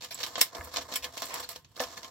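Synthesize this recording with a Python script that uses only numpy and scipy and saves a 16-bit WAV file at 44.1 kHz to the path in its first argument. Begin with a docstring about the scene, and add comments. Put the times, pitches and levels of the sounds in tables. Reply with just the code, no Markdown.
"""Small workshop: hands sort electronic scrap on a metal bench, close to a stereo microphone.
Bits of board, plastic and metal click, scrape and shift; each contact rings the bits and the bench top.
A tiny metal part pings, a bracket rattles, one piece snaps down hard, a board taps, a housing knocks.
Dragged boards resonate as they slip. The bench booms softly under the hands, over a low room hush."""
import sys
import numpy as np
from scipy import signal
from scipy.fft import rfft, irfft
from scipy.io import wavfile

SR = 44100
rng = np.random.default_rng(int(sys.argv[2]) if len(sys.argv) > 2 else 0)


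def generate_wav(sig):
    """Save sig (samples, or channels by samples) to the path in sys.argv[1] as 16-bit PCM at SR."""
    pcm = np.round(np.clip(np.atleast_2d(sig).T, -1, 1) * 32767).astype(np.int16)
    wavfile.write(sys.argv[1], SR, pcm)


N = 92610
RING_T = np.arange(SR // 4) / SR

# room hush spectrum (frequency [Hz], level [dB])
HUSH_EQ = [(15, -40.5), (25, -26), (82, -6), (120, -6.5), (180, -13.5), (911, -35), (1070, -32),
           (2550, -34.5), (2990, -26), (16000, -55)]
# contact colour (frequency [Hz], gain [dB])
CONTACT_EQ = [(100, -20.5), (250, 4.5), (380, 0), (520, 4), (1100, 2), (2000, 1), (3300, 6), (5500, 4),
              (7600, 2), (8400, -12), (10500, -12), (13500, -6.5), (16000, -13)]
# left/right likeness (frequency [Hz], correlation [-])
CORRELATION = [(100, 0.88), (600, 0.77), (1100, 0.68), (2200, 0.33), (5000, 0.07), (14000, -0.04)]
# microphone balance (frequency [Hz], left minus right [dB])
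BALANCE = [(250, -2.5), (550, 2), (1100, -3), (2200, 0.5), (4500, -2.5), (8000, -2), (14000, -0.5)]

# modes of the bench and the pieces (frequency [Hz], level [dB], t60 [s])
BOOM_MODES = [(64, -5, .24), (78, 0, .29), (123, -11, .16), (170, -11, .14)]
BENCH_TOP_MODES = [(265.3, -14.5, 0.19), (320.4, -21.5, 0.14), (498.8, -2.5, 0.13), (683.6, 4.5, 0.058),
                   (905.5, -7, 0.12), (1052.4, 4.5, 0.08), (1210, -4.5, 0.13), (1731, 0, 0.081),
                   (2143, 2, 0.041), (4330, 3.5, 0.038), (5537, 4.5, 0.045), (7280, 4, 0.08)]
PING_MODES = [(7330, 2, .045), (7810, 0, .08), (12020, -8, .09)]
BRACKET_MODES = [(3130, -4, .16), (3635, 0, .12), (3995, -2, .095)]
SNAP_MODES = [(3640, -7, .095), (5320, 0, .07), (5425, -3, .06), (7380, -5, .07)]
TAP_MODES = [(1723, -0.5, 0.047), (2100, 0, 0.018)]
HOUSING_MODES = [(255, -14, .25), (500, -3, .17), (585, -6, .1), (672, 0, .13), (752, -1, .1),
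                 (1765, -2, .1)]

# hands pressing on the bench (time [s], level [dB])
THUMPS = [(0.591, -39.5), (0.655, -54), (0.786, -50), (1.018, -50), (1.395, -53), (1.852, -56.5)]
# rustle of the shifting pile (time [s], bass [dB], middle [dB], treble [dB])
RUSTLE = [(0.022, -51, -42.5, -54), (0.09, -61.5, -56, -65), (0.17, -54, -45.5, -59.5),
          (0.249, -43, -39, -44), (0.32, -51.5, -53, -61), (0.392, -52, -38, -47), (0.508, -56.5, -57, -75),
          (0.566, -39, -50, -51.5), (0.697, -56.5, -56, -65), (0.788, -46.5, -36.5, -51.5),
          (0.858, -54, -60, -64.5), (0.931, -43.5, -41, -56), (1.01, -57, -59, -73),
          (1.07, -47.5, -63, -60), (1.109, -57.5, -56.5, -64.5), (1.17, -50.5, -45, -51.5),
          (1.27, -48.5, -43.5, -48), (1.33, -42.5, -45.5, -56), (1.398, -46, -41, -49),
          (1.47, -63, -57, -70), (1.552, -59.5, -50, -59), (1.619, -73.5, -79, -75.5),
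          (1.744, -70.5, -69.5, -73.5), (1.769, -46.5, -47, -52), (1.87, -53.5, -51.5, -62),
          (2.09, -51.5, -52, -60.5)]
# boards dragged through the pile (time [s], length [s], resonance [Hz], width [Hz], level [dB])
DRAGS = [(1.295, .09, 2250, 800, -44), (1.31, .11, 1020, 420, -46), (1.423, .034, 4290, 90, -42),
         (1.489, .028, 4280, 220, -45)]
# one piece scraping over others (time [s], length [s], bass [dB], middle [dB], treble [dB])
SCRAPES = [(0.107, 0.018, -49, -41.5, -47.5), (0.408, 0.0017, -65, -32, -31), (0.636, 0.013, -78, -52, -47),
           (0.7348, 0.0075, -44, -41, -45.5), (0.918, 0.007, -44, -40, -50.5),
           (0.955, 0.01, -43.5, -30, -29.5), (1.023, 0.031, -47.5, -38.5, -45.5),
           (1.428, 0.012, -50.5, -44, -49), (1.5, .02, -50.5, -48.5, -46.5), (1.758, 0.0096, -74, -51, -64),
           (1.809, 0.034, -46.5, -40.5, -48), (1.968, 0.0098, -45.5, -41.5, -52)]
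# knocks of a loose bracket being picked up (time [s], level [dB])
BRACKET_KNOCKS = [(.111, -43), (.203, -45), (.2305, -37), (.2365, -37), (.3565, -40)]
# single contacts (time [s], bass [dB], middle [dB], treble [dB])
CLICKS = [(0.046, -55, -41, -45.5), (0.203, -47.5, -39.5, -52), (0.2312, -42.5, -32, -43),
          (0.236, -42, -29.5, -41.5), (0.264, -49, -39.5, -46), (0.3556, -38, -31.5, -69),
          (0.379, -33.5, -53, -56), (0.383, -37.5, -48, -49), (0.4128, -32.5, -19, -17),
          (0.549, -51, -39.5, -55.5), (0.61, -46.5, -84, -73), (0.673, -46, -68, -55),
          (0.7602, -40.5, -31, -48), (0.769, -35, -28.5, -44), (0.7825, -35, -47, -51),
          (0.822, -72, -47, -52), (0.939, -51, -35, -40), (1.043, -48.5, -33.5, -42), (1.17, -41, -41, -51),
          (1.176, -66, -36, -42), (1.22, -35.5, -33.5, -39), (1.228, -42, -36.5, -60),
          (1.255, -57, -55, -40.5), (1.341, -41, -36.5, -34.5), (1.358, -42, -40, -48),
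          (1.402, -45, -49, -40.5), (1.4898, -49, -39.5, -37.5), (1.56, -48, -42, -51.5),
          (1.646, -67.5, -54.5, -75), (1.776, -45.5, -51, -57), (1.796, -57, -35, -78),
          (1.802, -31.5, -31.5, -41), (1.814, -38, -54, -40.5), (1.826, -39, -62, -57),
          (1.8365, -61, -39, -48), (2.031, -56, -44, -60), (2.045, -46, -40.5, -52)]
# bare cracks of the hardest contacts (time [s], level [dB])
CRACKS = [(.4135, -7), (.7702, -18)]

BAND_EDGES_HZ = (170, 1800, 7900, 16500)  # bass, middle, treble
RISE_TAU_S, CRACK_TAU_S, SCATTER_TAU_S, ATTACK_WINDOW_S = .00025, .0008, .008, .008
SCATTER_DB, BITS_DB, BENCH_DB, BENCH_VARY_DB, ROOM_DB = -10, -16.5, -16.5, 3, -19
BITS_T60_S, ROOM_BASS_T60_S, ROOM_TREBLE_T60_S = .074, .19, .13
HARD_CORNER_HZ, SOFT_DB_PER_OCTAVE = 12000, 16
TOUCHES_PER_S, TOUCH_SPREAD_DB = 330, 2.2
SLIPS_PER_S, SLIP_SPREAD_DB = 2000, 4


def undb(db):
    """Decibels to gain."""
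    return 10 ** (np.asarray(db) / 20)


def unit(x):
    """Scale to rms 1."""
    return x / np.sqrt(np.mean(x ** 2) + 1e-20)


def at_bins(table, size):
    """Interpolate a table over log frequency at the FFT bins."""
    hz, value = np.array(table, float).T
    bins_hz = np.arange(size // 2 + 1) * SR / size
    return np.interp(np.log(bins_hz + 1), np.log(hz), value)


def equalise(x, table):
    """Filter by a (frequency [Hz], gain [dB]) table."""
    size = 2 * x.shape[-1]
    return irfft(rfft(x, size) * undb(at_bins(table, size)), size)[..., :size // 2]


def stereo(pair):
    """Two unrelated signals to left and right: alike in the bass, unlike in the treble."""
    size = pair.shape[-1]
    correlation = at_bins(CORRELATION, size)
    mid, side = rfft(pair) * np.sqrt([(1 + correlation) / 2, (1 - correlation) / 2])
    return irfft(np.array([mid + side, mid - side]), size)


def band(x, index):
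    """Band-pass: 0 bass, 1 middle, 2 treble."""
    sos = signal.butter(2 + 2 * index, BAND_EDGES_HZ[index:index + 2], "band", fs=SR, output="sos")
    return signal.sosfilt(sos, x)


def fade(t60_s, t=RING_T):
    """Exponential decay, 60 dB in t60_s."""
    return np.exp(-np.log(1000) * t / t60_s)


def ring(modes):
    """Struck modes, random phase in each of two channels."""
    phases = rng.uniform(0, 2 * np.pi, (len(modes), 2, 1))
    return sum(undb(db) * fade(t60_s) * np.sin(2 * np.pi * hz * RING_T + phase)
               for (hz, db, t60_s), phase in zip(modes, phases))


def add(out, x, at_s):
    """Mix x in at at_s."""
    start = int(at_s * SR)
    out[:, start:start + x.shape[-1]] += x[..., :N - start]


def grains(size, per_s, spread_db):
    """Random impulses of uneven strength and sign."""
    hits = rng.random(size) < per_s / SR
    strength = undb(spread_db * np.minimum(rng.exponential(size=size), 4))
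    return hits * strength * rng.choice([-1, 1], size)


def contact():
    """One touch in three bands: crack, clutter reflections, ring of bits and bench top, room tail."""
    crack, scatter, room = rng.standard_normal((3, 2, len(RING_T)))
    bits = [(900 + 14000 * pitch ** 2, -8 * weakness, BITS_T60_S * (.5 + sustain))
            for pitch, weakness, sustain in rng.random((16, 3))]
    # mode levels depend on the spot struck
    bench = [(hz, db + BENCH_VARY_DB * rng.uniform(-1.83, 1), t60_s) for hz, db, t60_s in BENCH_TOP_MODES]
    near = crack * np.exp(-RING_T / CRACK_TAU_S)
    near += undb(SCATTER_DB) * scatter * np.exp(-RING_T / SCATTER_TAU_S)
    near += undb(BITS_DB) * ring(bits) / np.sqrt(len(bits) / 3)
    near += undb(BENCH_DB) * ring(bench) / 2
    near *= 1 - np.exp(-RING_T / RISE_TAU_S)
    room_t60s = np.geomspace(ROOM_BASS_T60_S, ROOM_TREBLE_T60_S, 3)
    tails = [undb(ROOM_DB) * room * fade(t60_s) for t60_s in room_t60s]
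    return [band(equalise(stereo(near + tail), CONTACT_EQ), k) for k, tail in enumerate(tails)]


def mix_bands(bands, levels_db, window_s):
    """Sum the bands, each at its rms level over the first window_s; soft contacts get a duller middle."""
    bass, middle, treble = bands
    _, middle_db, treble_db = levels_db
    octaves = np.clip((treble_db - middle_db) / SOFT_DB_PER_OCTAVE, -2, 0)
    middle = signal.lfilter(*signal.butter(1, HARD_CORNER_HZ * 2 ** octaves, fs=SR), middle)
    return sum(undb(db) * x / np.sqrt(np.mean(x[:, :int(window_s * SR)] ** 2) + 1e-20)
               for x, db in zip((bass, middle, treble), levels_db))


def room_hush(level_db=-64):
    """Steady workshop noise, mostly bass."""
    noise = stereo(rng.standard_normal((2, N)))
    return undb(level_db) * unit(equalise(noise, HUSH_EQ))


def bench_thumps(rise_tau_s=.0043):
    """Soft pushes excite the bench's low modes."""
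    out = np.zeros((2, N))
    t = np.arange(SR) / SR
    boom = sum(undb(db) * fade(t60_s, t) * np.sin(2 * np.pi * hz * t) for hz, db, t60_s in BOOM_MODES)
    boom *= 1 - np.exp(-t / rise_tau_s)
    for at_s, db in THUMPS:
        add(out, undb(db) * boom, at_s)
    return out


def pile_rustle(pieces=12):
    """Small bits shift under the fingers, each with its own ring."""
    out = np.zeros((2, N))
    times_s, *levels_db = np.array(RUSTLE).T
    gains = [undb(np.interp(np.arange(N) / SR, times_s, db)) for db in levels_db]
    for _ in range(pieces):
        touches = unit(grains(N, TOUCHES_PER_S / pieces, TOUCH_SPREAD_DB)) / np.sqrt(pieces)
        for x, gain in zip(contact(), gains):
            response = unit(x) / np.sqrt(len(RING_T))
            out += signal.fftconvolve(response, (touches * gain)[None])[:, :N]
    return out


def board_drags():
    """Dense slips excite one resonance of a sliding board."""
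    out = np.zeros((2, N))
    for at_s, length_s, hz, width_hz, db in DRAGS:
        slips = np.array([grains(len(RING_T), SLIPS_PER_S, SLIP_SPREAD_DB) for _ in range(2)])
        body = unit(signal.lfilter(*signal.iirpeak(hz, hz / width_hz, fs=SR), slips))
        swell = np.sin(np.pi * np.minimum(RING_T / length_s, 1)) ** .5
        add(out, undb(db) * body * swell, at_s)
    return out


def scrapes():
    """An edge slips over other pieces in a quick run of catches."""
    out = np.zeros((2, N))
    for at_s, length_s, *levels_db in SCRAPES:
        slips = grains(len(RING_T), SLIPS_PER_S, SLIP_SPREAD_DB)[:int(length_s * SR)]
        slips[0] = 1
        bands = [signal.fftconvolve(x, slips[None]) for x in contact()]
        add(out, mix_bands(bands, levels_db, length_s + ATTACK_WINDOW_S), at_s)
    return out


def struck_pieces():
    """Five pieces ring in their own modes."""
    out = np.zeros((2, N))
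    tick = band(rng.standard_normal((2, len(RING_T))), 2) * fade(t60_s=.026)
    add(out, undb(-37) * (ring(PING_MODES)[0] + undb(5) * tick), at_s=.1445)  # tiny metal part
    for at_s, db in BRACKET_KNOCKS:
        add(out, undb(db) * ring(BRACKET_MODES), at_s)
    add(out, undb(-18) * ring(SNAP_MODES), at_s=.4135)  # stiff piece snaps down
    add(out, undb(-34.5) * ring(TAP_MODES)[0], at_s=.61)  # small board taps down
    add(out, undb(-30) * ring(HOUSING_MODES)[0], at_s=1.802)  # hollow plastic housing set down
    return out


def clicks():
    """Pieces knock on each other and the bench; the hardest hits add a bare crack."""
    out = np.zeros((2, N))
    for at_s, *levels_db in CLICKS:
        add(out, mix_bands(contact(), levels_db, ATTACK_WINDOW_S), at_s)
    for at_s, db in CRACKS:
        burst = band(rng.standard_normal((2, len(RING_T))), 1)
        add(out, undb(db) * unit(burst) * np.exp(-RING_T / CRACK_TAU_S), at_s)
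    return out


def scene():
    """Scrap and bench over the workshop hush."""
    hush = room_hush()
    scrap = clicks() + scrapes() + pile_rustle() + struck_pieces() + board_drags()
    return hush + bench_thumps() + scrap


def record(dry, ceiling=.95, top_hz=15900):
    """Stereo microphone: slight left/right colour, soft clip, low-pass."""
    channels = np.array([equalise(x, [(hz, side * db / 2) for hz, db in BALANCE])
                         for x, side in zip(dry, (1, -1))])
    clipped = ceiling * np.tanh(channels / ceiling)
    return signal.sosfilt(signal.ellip(10, .2, 80, top_hz, fs=SR, output="sos"), clipped)


dry = scene()
out = record(dry)
generate_wav(out)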